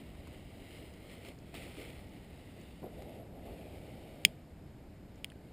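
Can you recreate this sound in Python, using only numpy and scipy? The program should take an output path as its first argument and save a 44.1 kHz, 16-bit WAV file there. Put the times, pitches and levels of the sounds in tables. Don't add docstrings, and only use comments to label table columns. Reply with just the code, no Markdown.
import sys
import numpy as np
from scipy import signal
from scipy.fft import rfft, irfft, next_fast_len
from scipy.io import wavfile
from scipy.ndimage import map_coordinates

SR = 44100
rng = np.random.default_rng(int(sys.argv[2]) if len(sys.argv) > 2 else 0)


def unload_audio(sound):
    columns = np.transpose(np.atleast_2d(sound))
    steps = np.round(np.clip(columns, -1, 1) * 32767)
    wavfile.write(sys.argv[1], SR, steps.astype(np.int16))


N = 243720

# f/Hz, level/dB
SHEET_SPECTRUM = [(90, -25), (170, 0), (260, -1.5), (420, -3), (680, -6.5), (830, -14), (1050, -29.5),
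                  (1600, -30), (2500, -63)]


def amp(db):
    return 10 ** (np.asarray(db) / 20)


def unit(x):
    return x / np.sqrt(np.mean(x ** 2) + 1e-20)


def along(points, hz):
    f, values = np.transpose(points)
    return np.interp(np.log(hz + 1), np.log(f + 1), values)


def curves(rows):
    times, *columns = np.transpose(rows)
    return [np.interp(np.arange(N) / SR, times, column) for column in columns]


def wobble(per_second):
    knots = rng.standard_normal(int(N * per_second / SR) + 4)
    return map_coordinates(knots, [np.arange(N) * per_second / SR])


def filtered(x, response):
    n = x.shape[-1]
    padded = next_fast_len(n + SR // 4)
    return irfft(rfft(x, padded) * response(np.fft.rfftfreq(padded, 1 / SR)), padded)[..., :n]


def resonance(f, hz, width):
    return 1j * f * width / (hz * hz - f * f + 1j * f * width)


def add(track, s, sound):
    part = track[round(s * SR):][:len(sound)]
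    part += sound[:len(part)]


def coloured(x, spectrum):
    return unit(filtered(x, lambda f: amp(along(spectrum, f))))


def grains(per_second, spread_db):
    sizes = amp(spread_db * np.clip(rng.standard_normal(N), -2, 2)) * rng.choice([-1, 1], N)
    return unit(sizes * (rng.random(N) < per_second / SR))


def swell(start, end, rise_s, fall_s):
    t = np.arange(N) / SR
    return amp(-10 * (np.maximum(start - t, 0) / rise_s + np.maximum(t - end, 0) / fall_s))


def handling():
    # start/s, end/s, level/dB
    gentle_rubs = [(-.1, 1.29, -66.8), (1.49, 3.15, -67.1), (3.47, 4.26, -65.5)]
    # peak t/s, level/dB, 10 dB rise/s, 10 dB fall/s
    brisk_pulls = [(0.0, -65, .1, .08), (0.35, -66, .1, .08), (0.76, -61, .2, .16),
                   (1.125, -58.5, .08, .085), (1.28, -56, .055, .042), (1.55, -51, .009, .16),
                   (1.815, -54.2, .085, .135), (2.62, -70, .08, .1), (3.12, -68.5, .1, .1),
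                   (5.18, -71.5, .06, .12), (5.5, -76, .15, .15)]
    held_db = -79
    rubs = [amp(db) * swell(start, end, rise_s=.13, fall_s=.11) for start, end, db in gentle_rubs]
    pulls = [amp(db) * swell(s, s, rise_s, fall_s) for s, db, rise_s, fall_s in brisk_pulls]
    return 10 * np.log10(np.sum(np.square(rubs + pulls), axis=0) + amp(held_db) ** 2)


def sliding(handling_db):
    # f/Hz, level/dB
    friction_spectrum = [(400, -20.5), (900, -17), (1250, -5), (1650, -8.5), (2030, 3), (2900, 0),
                         (3500, -3.5), (4800, -10.5), (6500, -17), (9300, -9), (14200, -14), (15100, -12.5),
                         (15600, -45)]
    # t/s, delay/ms, share reflected
    reflection_path = [(0, 1.01, .15), (.8, 1.01, .4), (1.6, .9, .05), (2.6, 1.08, .3), (3.4, 1.02, .14),
                       (3.8, 1.33, .22)]
    delay_ms, share = curves(reflection_path)
    slips = unit(rng.standard_normal(N) + .98 * grains(per_second=1800, spread_db=4.5))
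    hiss = coloured(slips, friction_spectrum)
    reflected = np.interp(np.arange(N) - delay_ms * SR / 1000, np.arange(N), hiss)
    return amp(handling_db + 1.78 + .6 * wobble(30)) * unit(hiss + share * reflected)


def fluttering(handling_db):
    # f/Hz, level/dB
    bag_spectrum = [(90, -24), (170, -2), (260, -1), (420, -1), (680, -1.5), (830, -9.5), (1050, -28),
                    (1600, -34), (2500, -63)]
    open_s, rise_s, open_db, settle_db_per_s = 2.815, .22, 9.4, 7
    gentle_db, db_per_handling_db = -66, .48
    since_open = np.arange(N) / SR - open_s
    bag_gain = np.clip(since_open / rise_s, 0, 1) * amp(open_db - settle_db_per_s * since_open)
    sheet = coloured(grains(per_second=4400, spread_db=3), SHEET_SPECTRUM)
    bag = coloured(grains(per_second=4400, spread_db=3), bag_spectrum)
    flutter_db = -58 + db_per_handling_db * (handling_db - gentle_db) + .96 * wobble(24)
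    return amp(flutter_db) * (sheet + bag_gain * bag)


def riverside_night():
    # f/Hz, level/dB
    traffic_spectrum = [(12, -29), (20, -13), (70, -4), (202, -10.5), (255, -13.5), (290, -12.5),
                        (323, -16.5), (360, -18.5), (489, -25), (665, -24), (905, -28.5), (1500, -46.5),
                        (1950, -73), (3300, -120)]
    # f/Hz, level/dB
    hiss_spectrum = [(700, -16.5), (1200, 5), (2000, 5.5), (3200, -2.5), (5000, -4), (7500, -7.5),
                     (12000, -9), (15100, -11.5), (15600, -43.5)]
    # f/Hz, level/dB
    port_spectrum = [(25, -3), (150, -6), (400, -12), (800, -15.5), (1500, -17), (5000, -17), (7500, -20),
                     (9500, -47)]
    traffic = amp(-52.5 + .7 * wobble(1.7)) * coloured(rng.standard_normal(N), traffic_spectrum)
    hiss = amp(-70.5) * coloured(rng.standard_normal(N), hiss_spectrum)
    ports = amp(-81.5) * coloured(rng.standard_normal(N), port_spectrum)
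    return traffic + hiss + np.array([ports, -ports])


def billows():
    # t/s, level/dB, f/Hz, t60/s
    thuds = [(0.01, -51, 60, .9), (0.27, -47, 1000, 0.035), (0.8, -55, 320, .5), (1.774, -48.5, 358, 0.4),
             (2.818, -38.5, 190, 0.14), (2.828, -41, 460, 0.25), (3.018, -46, 560, .06),
             (3.456, -48.5, 58, 0.61), (3.477, -44, 480, 0.06), (4.256, -41, 210, 0.14)]
    out, t = np.zeros(N), np.arange(SR // 2) / SR
    for s, db, hz, t60 in thuds:
        push = unit(filtered(rng.standard_normal(len(t)), lambda f: resonance(f, hz, width=hz) ** 3))
        add(out, s, push * amp(db - 60 * t / t60) * (1 - np.exp(-t / .002)))
    return out


def creases(handling_db):
    # t/s, level/dB
    main_creases = [(0.2728, -47.5), (1.2494, -46.5), (1.285, -44), (1.5422, -43), (1.77, -49),
                    (3.0217, -45.5), (3.094, -52), (3.463, -52)]
    # f/Hz, level/dB
    crinkle_spectrum = [(700, -18), (1500, -14), (2300, 7), (5000, -5), (7000, -6), (10000, -6),
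                        (15000, -5), (15600, -45)]
    small_per_s, over_handling_db, spread_db = 9, 4.5, 2.2
    tick_db, tick_t60, pop_db, pop_t60 = -2, .016, -2.5, .064
    tick_envelope, pop_envelope, t = np.zeros(N), np.zeros(N), np.arange(SR // 20) / SR
    small_db = handling_db + over_handling_db + spread_db * rng.standard_normal(N)
    small_creases = [(i / SR, small_db[i]) for i in np.flatnonzero(rng.random(N) < small_per_s / SR)]
    for s, db in main_creases + small_creases:
        add(tick_envelope, s, amp(db + tick_db - 60 * t / tick_t60) * (1 - np.exp(-t / .00049)))
        add(pop_envelope, s, amp(db + pop_db - 60 * t / pop_t60))
    ticks = tick_envelope * coloured(grains(per_second=15000, spread_db=1), crinkle_spectrum)
    pops = pop_envelope * coloured(rng.standard_normal(N), SHEET_SPECTRUM)
    return ticks + pops


def frame_ticks():
    # t/s, level/dB
    ticks = [(0.9374, -57), (1.3874, -52), (2.0924, -57), (2.612, -54.5), (5.1572, -56)]
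    # f/Hz, level/dB
    frame_spectrum = [(1200, -30), (2200, -7), (3500, -14), (5000, -2), (6000, 4), (7000, -1), (9000, -16),
                      (14000, -22)]
    t60 = .014
    envelope, t = np.zeros(N), np.arange(SR // 20) / SR
    for s, db in ticks:
        add(envelope, s, amp(db - 60 * t / t60) * (1 - np.exp(-t / .0005)))
    return envelope * coloured(rng.standard_normal(N), frame_spectrum)


def ringing(modes, t):
    return sum(amp(db - 60 * t / t60) * np.sin(2 * np.pi * hz * t) for hz, db, t60 in modes)


def hammer_blow(t, ring_db, hardness):
    # f/Hz, width/Hz, hard-hit level/dB, soft-hit level/dB
    damped_modes = [(2480, 1240.0, 23.5, 21.5), (2874, 810.0, 17, 23.5), (5000, 950.0, 16.5, 8.5),
                    (7030.0, 990, 14.5, 6), (9600, 1100.0, 12, 12.5), (14570.0, 1040.0, 8.5, 8.5),
                    (16030.0, 590.0, -0.0, 2.5)]
    # f/Hz, level/dB, t60/s
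    shell_modes = [(3190.0, -10.5, 0.012), (3720.0, -24.5, 0.011), (8740.0, -16.5, 0.012),
                   (15110.0, -26.5, 0.014)]

    def body(f):
        return sum(amp(soft_db + hardness * (hard_db - soft_db)) * resonance(f, hz, width) ** 3
                   for hz, width, hard_db, soft_db in damped_modes)

    blow = filtered(signal.unit_impulse(len(t)), body)
    add(blow, .00059, amp(ring_db) * ringing(shell_modes, t) * (1 - np.exp(-t / .0003)) ** 2)
    return signal.sosfilt(signal.butter(N=6, Wn=1800, btype="high", fs=SR, output="sos"), blow)


def lighter():
    # t/s, level/dB, relative shell ring/dB, knock/dB, hardness (0-1)
    snaps = [(4.2503, -.7, 0, -29, 0.84), (5.2446, -21.6, -3, -42, 0.3)]
    # f/Hz, level/dB, t60/s
    knock_modes = [(230, -4, .025), (640, -4, .007), (1150, -9, .005)]
    # f/Hz, level/dB
    jolt_spectrum = [(30, 0), (100, -2.5), (300, -11), (1000, -33), (3000, -52), (5000, -26), (7000, -30),
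                     (9000, -40), (12000, -60)]
    echo_s, jolt_db, jolt_t60 = .0069, -33.5, .055
    out, jolt_envelope, t = np.zeros(N), np.zeros(N), np.arange(SR // 8) / SR
    knock = ringing(knock_modes, t)
    for s, db, ring_db, knock_db, hardness in snaps:
        blow = amp(db) * hammer_blow(t, ring_db, hardness)
        scatter = rng.standard_normal(len(t)) * (amp(-60 * t / .04) + amp(-14 - 60 * t / .17))
        diffuse_echo = signal.fftconvolve(blow, scatter / np.linalg.norm(scatter))
        add(out, s, blow + amp(knock_db) * knock)
        add(out, s + echo_s, amp(-26) * blow)
        add(out, s + echo_s / 2, amp(-27.5) * diffuse_echo)
        add(jolt_envelope, s, hardness ** 2 * amp(db + jolt_db - 60 * t / jolt_t60))
    jolt_rms = np.sqrt(np.mean(jolt_envelope ** 2))
    jolt = jolt_rms * coloured(jolt_envelope * rng.standard_normal(N), jolt_spectrum)
    return out + np.array([jolt, -jolt])


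def button():
    # t/s, level/dB, lower f/Hz, upper f/Hz
    ticks = [(5.3009, -42, 3050, 8940), (5.3184, -43, 2050, 10000)]
    t60 = .0107
    out, t = np.zeros(N), np.arange(SR // 20) / SR
    for s, db, lower_hz, upper_hz in ticks:
        plastic = lambda f: resonance(f, lower_hz, 800) ** 2 + .35 * resonance(f, upper_hz, 1200) ** 2
        tick = unit(filtered(rng.standard_normal(len(t)), plastic))
        add(out, s, tick * amp(db - 60 * t / t60) * (1 - np.exp(-t / .0007)))
    return out


def scene():
    handling_db = handling()
    paper = sliding(handling_db) + fluttering(handling_db) + creases(handling_db)
    lantern = paper + frame_ticks() + billows()
    return lantern + lighter() + button() + riverside_night()


def record(dry):
    # f/Hz, half width/Hz, level/dB
    case_notches = [(5970, 490, -10), (11830, 1700, -10)]
    # f/Hz, level/dB
    low_band = [(50, -30.5), (300, -7), (700, 6.5), (1000, -7), (1500, -44)]
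    mirror_hz, silent_above_hz, roll_off_hz = 12000, 16750, 400

    def case(f):
        return amp(sum(db * np.exp(-((f - hz) / width) ** 4) for hz, width, db in case_notches))

    cased = filtered(dry, case)
    lows = filtered(dry, lambda f: amp(along(low_band, f)))
    mirrored = amp(-21.5) * lows * np.cos(2 * np.pi * mirror_hz * np.arange(N) / SR)
    return filtered(cased + mirrored, lambda f: np.clip((silent_above_hz - f) / roll_off_hz, 0, 1) ** 2)


dry = scene()
out = record(dry)
unload_audio(out)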